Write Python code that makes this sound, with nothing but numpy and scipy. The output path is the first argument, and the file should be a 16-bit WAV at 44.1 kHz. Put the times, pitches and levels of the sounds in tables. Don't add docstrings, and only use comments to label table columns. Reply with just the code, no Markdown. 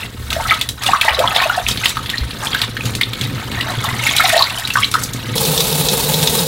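import sys
import numpy as np
from scipy import signal
from scipy.fft import rfft, irfft, next_fast_len
from scipy.io import wavfile
from scipy.ndimage import uniform_filter1d

SR = 44100
rng = np.random.default_rng(int(sys.argv[2]) if len(sys.argv) > 2 else 0)


def to_wav(sig):
    pcm = np.clip(np.atleast_2d(sig), -1, 1) * 32767
    pcm = np.round(pcm).astype(np.int16)
    wavfile.write(sys.argv[1], SR, pcm.T)


N = 285327
TIME_S = np.arange(N) / SR
FREQS_HZ = np.maximum(np.fft.rfftfreq(next_fast_len(N), 1 / SR), 1)
TAP_ON_S = 5.353

# t/s, f/Hz, level/dB, swell/cycles
PLOPS = [(0.03, 2700, -17.5, 8.9), (0.362, 639, -13.5, 4), (0.396, 880, -15.5, 5.3), (0.449, 1350, -18, 10),
         (0.497, 3580, -9, 11.5), (0.509, 2190, -0.5, 0.81), (0.514, 1286, -9, 8), (0.613, 3466, -13.5, 20),
         (0.865, 3470, -7, 4), (0.885, 769, -10, 5), (0.933, 1127, -1, 2.7), (0.952, 1030, -18, 10),
         (1.015, 2530, -3.5, 3.5), (1.079, 868, -8, 1.6), (1.082, 1923, -2, 5.3), (1.091, 2910, -12.5, 7.3),
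         (1.146, 3900, -10, 7), (1.185, 534, -10, 2.2), (1.199, 610, -7, 2.9), (1.238, 992, -8.5, 5),
         (1.275, 3320, -5, 4.7), (1.36, 735, -10, 1.64), (1.362, 3550, -4, 7.6), (1.41, 1059, -14, 17),
         (1.454, 642, -12.5, 5), (1.498, 1395, -5, 4.9), (1.575, 713, -10.5, 4.3), (1.665, 2530, -7, 2.2),
         (1.687, 3230, -9, 4.6), (1.712, 3670, -10.5, 5.3), (1.858, 2940, -5.5, 4),
         (1.969, 1220, -11.5, 1.9), (2.094, 3420, -12, 2), (2.14, 1860, -13.5, 4.6),
         (2.181, 4130, -10.5, 4.8), (2.47, 3330, -9.5, 5), (2.53, 3260, -11, 11), (2.546, 1550, -10, 4),
         (2.617, 4430, -11, 1.8), (2.638, 3700, -11.5, 10), (2.767, 1670, -16, 3),
         (2.808, 2510, -13.5, 2.2), (3.011, 2105, -6, 3.7), (3.033, 3570, -6.5, 2.95),
         (3.599, 1910, -14.5, 9), (3.608, 2850, -11, 10.8), (3.842, 1100, -17, 6.05),
         (4.065, 2254, -7, 7.2), (4.09, 3410, -8.5, 13), (4.184, 3870, -4.5, 8.2), (4.197, 1369, -4, 10),
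         (4.237, 751, -8.5, 9.2), (4.254, 3900, -7, 4.3), (4.324, 666, -11, 8.2), (4.357, 661, -6, 6.6),
         (4.378, 3950, -6, 4.7), (4.406, 1102, -8, 5.1), (4.423, 4020, 2.5, 4.5), (4.649, 3890, -12, 15),
         (4.703, 2720, -10.5, 12), (4.755, 1490, -5, 2.34), (4.769, 1145, -6, 4.88),
         (4.781, 1110, -12.5, 10), (4.827, 2276, -10, 11), (4.834, 3144, -5, 4.8), (4.844, 3990, -4, 4.9),
         (4.941, 1330, -7, 3.07), (4.952, 1420, -5.5, 2.92)]
# t/s, hold/s, gurgle/dB, splash/dB, spray/dB
HAND_SWISHES = [(0.0, 0.042, -29, -28.5, -37), (.32, 0.16, -25.5, -37, -34.5),
                (.5, 0.035, -23.5, -22.5, -31), (.83, .14, -23.5, -28.5, -35.5),
                (.87, 0.03, -41, -21.5, -26.5), (1.04, 0.094, -19, -23, -33), (1.19, 0.13, -20, -30.5, -34),
                (1.36, 0.075, -18.5, -18, -29), (1.5, 0.086, -21, -30, -33),
                (1.69, 0.027, -27, -25.5, -25.5), (1.84, 0.044, -24.5, -21, -25.5),
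                (1.97, 0.012, -33, -42, -45), (2.1, 0.11, -39, -31, -53), (2.43, 0.048, -22, -33, -31),
                (2.53, 0.11, -26.5, -26, -34), (2.86, 0.029, -27.5, -30, -32),
                (3.21, 0.043, -33.5, -26.5, -35), (3.4, 0.0071, -24.5, -31, -69),
                (3.55, 0.034, -25.5, -28.5, -47), (3.67, 0.052, -21, -42, -49),
                (3.85, 0.043, -22, -28, -37), (4.05, 0.055, -28, -19.5, -23.5),
                (4.18, 0.22, -24, -19, -24.5), (4.58, 0.025, -27.5, -47, -31.5),
                (4.78, 0.063, -30, -26, -27.5), (4.95, 0.077, -31, -33, -29)]
# t/s, level/dB
LEAF_HANDLING = [(0.0, -41.5), (.2, -37.5), (.6, -27.5), (.78, -49), (1.0, -33), (2.0, -31), (2.75, -33),
                 (3.5, -30.5), (4.0, -25), (4.5, -24), (4.88, -34.5), (5.33, -28.5)]
# t/s, tick/dB, smack/dB
DROP_SLAPS = [(0.304, -17.5, -18.5), (0.3292, -17, -16), (0.542, -20, -31), (0.6125, -13, -13.5),
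              (0.6894, -11, -19), (0.836, -13, -22), (0.864, -17, -19), (1.0124, -12.5, -11.5),
              (1.0476, -15, -35), (1.192, -15.5, -15), (1.361, -21, -19), (1.6854, -6.5, -18.5),
              (1.774, -32, -19), (1.857, -26, -9), (1.8932, -10.5, -27), (1.969, -32, -22.5),
              (2.0598, -40, -24), (2.0997, -19, -18.5), (2.156, -27, -34), (2.3083, -37, -23.5),
              (2.4477, -17, -43), (2.5474, -27, -18), (2.6163, -15, -13), (2.768, -41, -25),
              (2.855, -16, -25), (2.951, -13, -20.5), (3.012, -19.5, -13), (3.0334, -39, -27),
              (3.1338, -33, -20), (3.2119, -19, -19.5), (3.517, -37, -23.5), (3.609, -29, -20),
              (3.704, -18.5, -42), (3.8407, -14, -40), (4.165, -5.5, -16), (4.2934, -7, -19),
              (4.585, -18, -27), (4.6744, -16, -22), (4.7027, -34, -18.5), (4.737, -12.5, -43),
              (4.9142, -12.5, -26), (4.94, -13.5, -18.5), (5.0355, -6.5, -47), (5.1343, -15, -47)]
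# t/s, hold/s, slosh/dB, surge/dB
ARM_SHOVES = [(.2, 0.29, -44, -26.5), (.71, 0.048, -36, -31), (.89, .03, -27, -43), (1.22, 0.087, -31, -35),
              (1.7, 0.085, -26.5, -31), (1.98, .08, -35, -31), (2.23, .09, -36, -40),
              (2.85, 0.14, -26, -30), (3.2, 0.2, -24, -39), (3.52, 0.065, -26, -28),
              (4.78, 0.069, -30, -43), (4.99, 0.07, -43, -37)]
# t/s, level/dB
WATER_HEAVE = [(0.0, -33.5), (.5, -30.5), (1.0, -40.5), (1.6, -35), (2.0, -31.5), (2.7, -28), (3.3, -29),
               (4.0, -26), (4.45, -36.5), (4.7, -32.5), (5.33, -24)]
# t/s, f/Hz, level/dB
BOWL_BUMPS = [(0.22, 67, -36), (1.112, 70, -20), (1.639, 61.6, -19), (2.21, 63, -11.5), (2.859, 123, -14),
              (3.776, 118, -14.5), (3.928, 118, -15)]
# f/Hz, width/Hz, level/dB
EMPTY_BOWL_MODES = [(157.6, 8, -24.5), (207, 18, -43), (260, 6.3, -36.5), (453, 13, -29.5),
                    (504, 31, -31.5), (805, 80, -37.5), (2588, 38, -37.5), (3400, 250, -33),
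                    (3715, 78, -31.5), (3964, 110, -32), (4380, 200, -32.5), (5060, 140, -40)]
# t/s, level/dB
JET_SPUTTERS = [(5.3803, -8.5), (5.45, -10), (5.5772, -7), (5.6045, -5), (5.728, -15), (5.8862, -4),
                (5.9234, -11), (6.142, -7.5), (6.2286, -8), (6.273, -3), (6.389, -8)]

# f/Hz, level/dB
CHURN_EQ = [(300, -26), (600, -13.5), (1300, 1), (1800, -3.5), (2800, -36)]
RUSTLE_EQ = [(900, -30), (1700, -2.5), (2600, -1.5), (3800, 4.5), (4500, -3.5), (6000, -19.5)]
SPRAY_EQ = [(1200, -13), (2500, -22), (4000, -0.5), (5200, -0.5), (7500, -2), (11000, -3.5), (15500, -10.5)]
SMACK_EQ = [(400, -14), (1200, -9), (2500, 1), (3800, 7), (4500, -0.5), (6000, -16)]
SLOSH_EQ = [(70, -43), (100, 2), (140, -11.5), (200, 0), (260, 0), (330, -8.5), (500, -7.5), (900, -40),
            (2000, -46)]
SURGE_EQ = [(15, -40), (28, 1), (42, 2.5), (62, 7.5), (85, 8.5), (120, -29)]
JET_EQ = [(18, -51), (30, -29), (53, -8), (97, -14), (156, 1), (299, -21), (467, -7), (673, -20),
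          (852, -11), (996, -18.5), (1910, -24), (3780, -18), (4780, -24.5), (9680, -19.5), (15500, -20.5)]
BASIN_EQ = [(650, -18), (1050, -3), (1500, -4), (2200, -7), (3000, -22)]
KITCHEN_EQ = [(18, -39), (30, -11), (113, 11), (167, -40), (698, 22), (2770, -52), (3590, 12), (4900, -38),
              (15000, -49)]
SIDE_EQ = [(30, -17), (125, -31), (250, -15.5), (1000, -24.5), (2000, -28), (4000, -24.5), (8000, -18)]
SPUTTER_EQ = [(1500, -17.5), (3000, -9.5), (3700, 7.5), (4300, -6), (5200, -5.5), (12000, -20)]


def plops(main_db, linger_db, shed_db, shed_count):
    out = np.zeros(N)
    for (s, hz, db, swell), shed in zip(PLOPS, rng.random((len(PLOPS), shed_count, 2))):
        swell = max(swell, 0.5)
        fade = 3.7 * (hz / 1000) ** 0.31
        add(out, s, undb(db + main_db) * bubble(hz, swell, fade, glide=0.035))
        linger = bubble(hz, fade, 2.9 * fade, glide=0.012)
        add(out, s + (swell + fade) / hz, undb(db + linger_db) * linger)
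        for late, scatter in shed:
            octaves = 0.69 * (scatter - 0.5) + 0.35 * late
            fragment = bubble(hz * 2 ** octaves, swell_cycles=1, fade_cycles=2.7, glide=0.022)
            add(out, s + (swell + 32 * late) / hz, undb(db + shed_db - 17.5 * late) * fragment)
    return out


def bubble(hz, swell_cycles, fade_cycles, glide):
    cycle = np.arange(int((swell_cycles + 6 * fade_cycles) * SR / hz)) * hz / SR
    after = cycle - swell_cycles
    envelope = np.minimum(cycle / swell_cycles, 1) * np.exp(-np.maximum(after, 0) / fade_cycles)
    bend = glide * after ** 2 / (2 * (swell_cycles + fade_cycles))
    return envelope * np.sin(2 * np.pi * (cycle + bend))


def swishing():
    handling = np.outer(undb([-0.5, -1, -9]), gain_curve(LEAF_HANDLING))
    swishes = strokes(HAND_SWISHES, attack_s=0.036, release_s=0.032)
    gurgle, splash, spray = np.hypot(handling, swishes)
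    huge = swarm(low_hz=554, high_hz=909, fade_cycles=7.4, spread_db=7, count=700)
    large = swarm(low_hz=777, high_hz=1914, fade_cycles=4.6, spread_db=9.5, count=1600)
    small = swarm(low_hz=1756, high_hz=4520, fade_cycles=8.9, spread_db=8, count=2600)
    fizz = swarm(low_hz=4800, high_hz=14500, fade_cycles=12, spread_db=5, count=1300)
    churn = crackle(CHURN_EQ, per_s=2500, spread_db=6)
    rustle = crackle(RUSTLE_EQ, per_s=2000, spread_db=-0.5)
    mist = crackle(SPRAY_EQ, per_s=1500, spread_db=1)
    vigour = np.minimum((gurgle + splash) / undb(-18.5), 1) ** 0.64
    glug = np.minimum(gurgle / undb(-15), 1)
    return (gurgle * (undb(-4) * glug * huge + undb(-8.5) * vigour * large + undb(-7) * churn)
            + splash * (undb(-1.5) * vigour * small + undb(-4) * rustle)
            + spray * (undb(-4.5) * fizz + undb(-2.83) * mist))


def swarm(low_hz, high_hz, fade_cycles, spread_db, count):
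    out = np.zeros(N)
    for (when, pitch, depth), loud in zip(rng.random((count, 3)), rng.standard_normal(count)):
        hz = low_hz * (high_hz / low_hz) ** pitch
        ring = bubble(hz, 0.73, fade_cycles * (0.5 + depth), glide=0.02)
        add(out, when * N / SR, undb(spread_db * loud) * ring)
    return even(out, span_s=0.057)


def crackle(eq, per_s, spread_db):
    flurries = undb(5.1 * walk(rate_hz=97))
    return even(colour(patter(per_s, spread_db) * flurries, eq), span_s=0.058)


def slaps(crack_s, tick_decay_s, smack_decay_s, tail_db):
    ticks, smacks, pings = np.zeros((3, N))
    t = TIME_S[:2048]
    crack = np.exp(-t / crack_s)
    tick_envelope = crack + undb(tail_db) * np.exp(-t / tick_decay_s)
    smack_envelope = crack + undb(tail_db) * np.exp(-t / smack_decay_s)
    ping_hz = 5360 * (9580 / 5360) ** rng.random(len(DROP_SLAPS))
    noises = rng.standard_normal((len(DROP_SLAPS), 2, len(t)))
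    for (s, tick_db, smack_db), hz, noise in zip(DROP_SLAPS, ping_hz, noises):
        add(ticks, s, undb(tick_db) * noise[0] * tick_envelope)
        add(smacks, s, undb(smack_db) * noise[1] * smack_envelope)
        add(pings, s, undb(tick_db) * bubble(hz, swell_cycles=1, fade_cycles=20, glide=0.013))
    return (undb(-4.5) * colour(ticks, SPRAY_EQ) + undb(6.5) * colour(smacks, SMACK_EQ)
            + undb(-8.5) * pings)


def tap():
    impacts = patter(per_s=9000, spread_db=4.5) * undb(2.4 * walk(rate_hz=110))
    spatter = even(colour(impacts, JET_EQ), span_s=0.224)
    pushes = [(s, 0.012, db + 11.5) for s, db in JET_SPUTTERS]
    drive = 4 + strokes(pushes, attack_s=0.025, release_s=0.016)[0]
    ring = np.zeros(N)
    for hz, width_hz, db in EMPTY_BOWL_MODES:
        drumming = drive * patter(per_s=900, spread_db=6)
        ring += undb(db) * even(resonate(drumming, hz, width_hz), span_s=0.34)
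    ticks = even(colour(patter(per_s=500, spread_db=4), SPRAY_EQ), span_s=0.17)
    running = np.clip((TIME_S - TAP_ON_S) / 0.0024, 0, 1)
    return running * (undb(-17.5) * spatter + undb(-27.5) * ticks + undb(-0.5) * ring)


def sputters(decay_s, gain_db):
    out, t = np.zeros(N), TIME_S[:4096]
    for s, db in JET_SPUTTERS:
        add(out, s, undb(db + gain_db) * rng.standard_normal(len(t)) * np.exp(-t / decay_s))
    return colour(out, SPUTTER_EQ)


def sloshing():
    slosh, surge = strokes(ARM_SHOVES, attack_s=0.037, release_s=0.017)
    slosh = np.hypot(slosh, gain_curve(WATER_HEAVE))
    surge = np.hypot(surge, undb(-36))
    wall = even(colour(patter(per_s=260, spread_db=4), SLOSH_EQ), span_s=0.18)
    boom = even(resonate(rng.standard_normal(N), hz=118, width_hz=10), span_s=0.2)
    deep = even(colour(rng.standard_normal(N), SURGE_EQ), span_s=0.072)
    return slosh * (undb(-5.5) * wall + undb(-1) * boom) + undb(-2.5) * surge * deep


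def bumps():
    out = np.zeros(N)
    for s, hz, db in BOWL_BUMPS:
        add(out, s, undb(db) * bubble(hz, swell_cycles=0.29, fade_cycles=2.3, glide=0))
    return out


def basin(x, gain_db, t60_s):
    ring = signal.oaconvolve(x, tail(delay_s=0.01, t60_s=t60_s))[:N]
    return undb(gain_db) * colour(ring, BASIN_EQ)


def echoes(x, places):
    place = rng.integers(places, size=N // 1024 + 1).repeat(1024)[:N]
    out = np.zeros(N)
    for k in range(places):
        sink = undb(-8) * tail(delay_s=0.0027, t60_s=0.046)
        kitchen = undb(-11) * tail(delay_s=0.012, t60_s=0.17)
        share = uniform_filter1d(1.0 * (place == k), size=256)
        out += signal.oaconvolve(x * share, sink + kitchen)[:N]
    return signal.sosfilt(signal.butter(1, [350, 12000], "band", fs=SR, output="sos"), out)


def stereo_width(mid, lag_s):
    delayed = np.interp(TIME_S - lag_s, TIME_S, mid)
    return colour(delayed * walk(rate_hz=40), SIDE_EQ)


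def kitchen_noise():
    return undb(-53) * unit(colour(rng.standard_normal(N), KITCHEN_EQ))


def strokes(table, attack_s, release_s):
    power = 0
    for s, hold_s, *db in table:
        age_s = TIME_S - s
        envelope = np.exp(np.minimum(age_s, 0) / attack_s - np.maximum(age_s - hold_s, 0) / release_s)
        power = power + np.outer(undb(db), envelope) ** 2
    return np.sqrt(power)


def patter(per_s, spread_db):
    hits = rng.random(N) < per_s / SR
    return hits * rng.choice([-1, 1], N) * undb(spread_db * rng.standard_normal(N))


def tail(delay_s, t60_s):
    t = TIME_S[:SR // 2]
    echo = rng.standard_normal(len(t)) * undb(-60 * t / t60_s) * (t > delay_s)
    return echo / np.sqrt(np.sum(echo ** 2))


def walk(rate_hz):
    knots = rng.standard_normal(2048)
    return unit(np.interp(TIME_S * rate_hz, np.arange(len(knots)), knots))


def resonate(x, hz, width_hz):
    return unit(signal.lfilter(*signal.iirpeak(hz, hz / width_hz, fs=SR), x))


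def colour(x, eq):
    hz, db = np.transpose(eq)
    size = next_fast_len(N)
    response = undb(np.interp(np.log(FREQS_HZ), np.log(hz), db))
    return irfft(rfft(x, size) * response, size)[:N]


def gain_curve(table):
    s, db = np.transpose(table)
    return undb(np.interp(TIME_S, s, db))


def even(x, span_s):
    return x / np.sqrt(uniform_filter1d(x ** 2, int(span_s * SR)) + 1e-12)


def add(out, s, sound):
    start = int(np.clip(s * SR, 0, N - 1))
    out[start:start + len(sound)] += sound[:N - start]


def unit(x):
    return x / np.sqrt(np.mean(x ** 2))


def undb(db):
    return 10 ** (np.asarray(db) / 20)


def scene():
    washing = np.clip((TAP_ON_S - TIME_S) / 0.0064 + 1, 0, 1)
    bubbles = plops(main_db=3.5, linger_db=-18, shed_db=0.5, shed_count=5)
    drops = slaps(crack_s=0.0033, tick_decay_s=0.02, smack_decay_s=0.0071, tail_db=-3.5)
    water = bubbles + basin(bubbles, gain_db=-10, t60_s=0.28) + drops + washing * swishing()
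    water += tap() + sputters(decay_s=0.0054, gain_db=7)
    mid = water + kitchen_noise() + echoes(water, places=4) + bumps() + washing * sloshing()
    side = stereo_width(mid, lag_s=0.00125)
    return np.array([mid + side, mid - side])


def record(dry):
    lowpass = signal.ellip(10, 0.1, 70, 15750, fs=SR, output="sos")
    return signal.sosfilt(lowpass, np.clip(dry, -1, 1))


dry = scene()
out = record(dry)
to_wav(out)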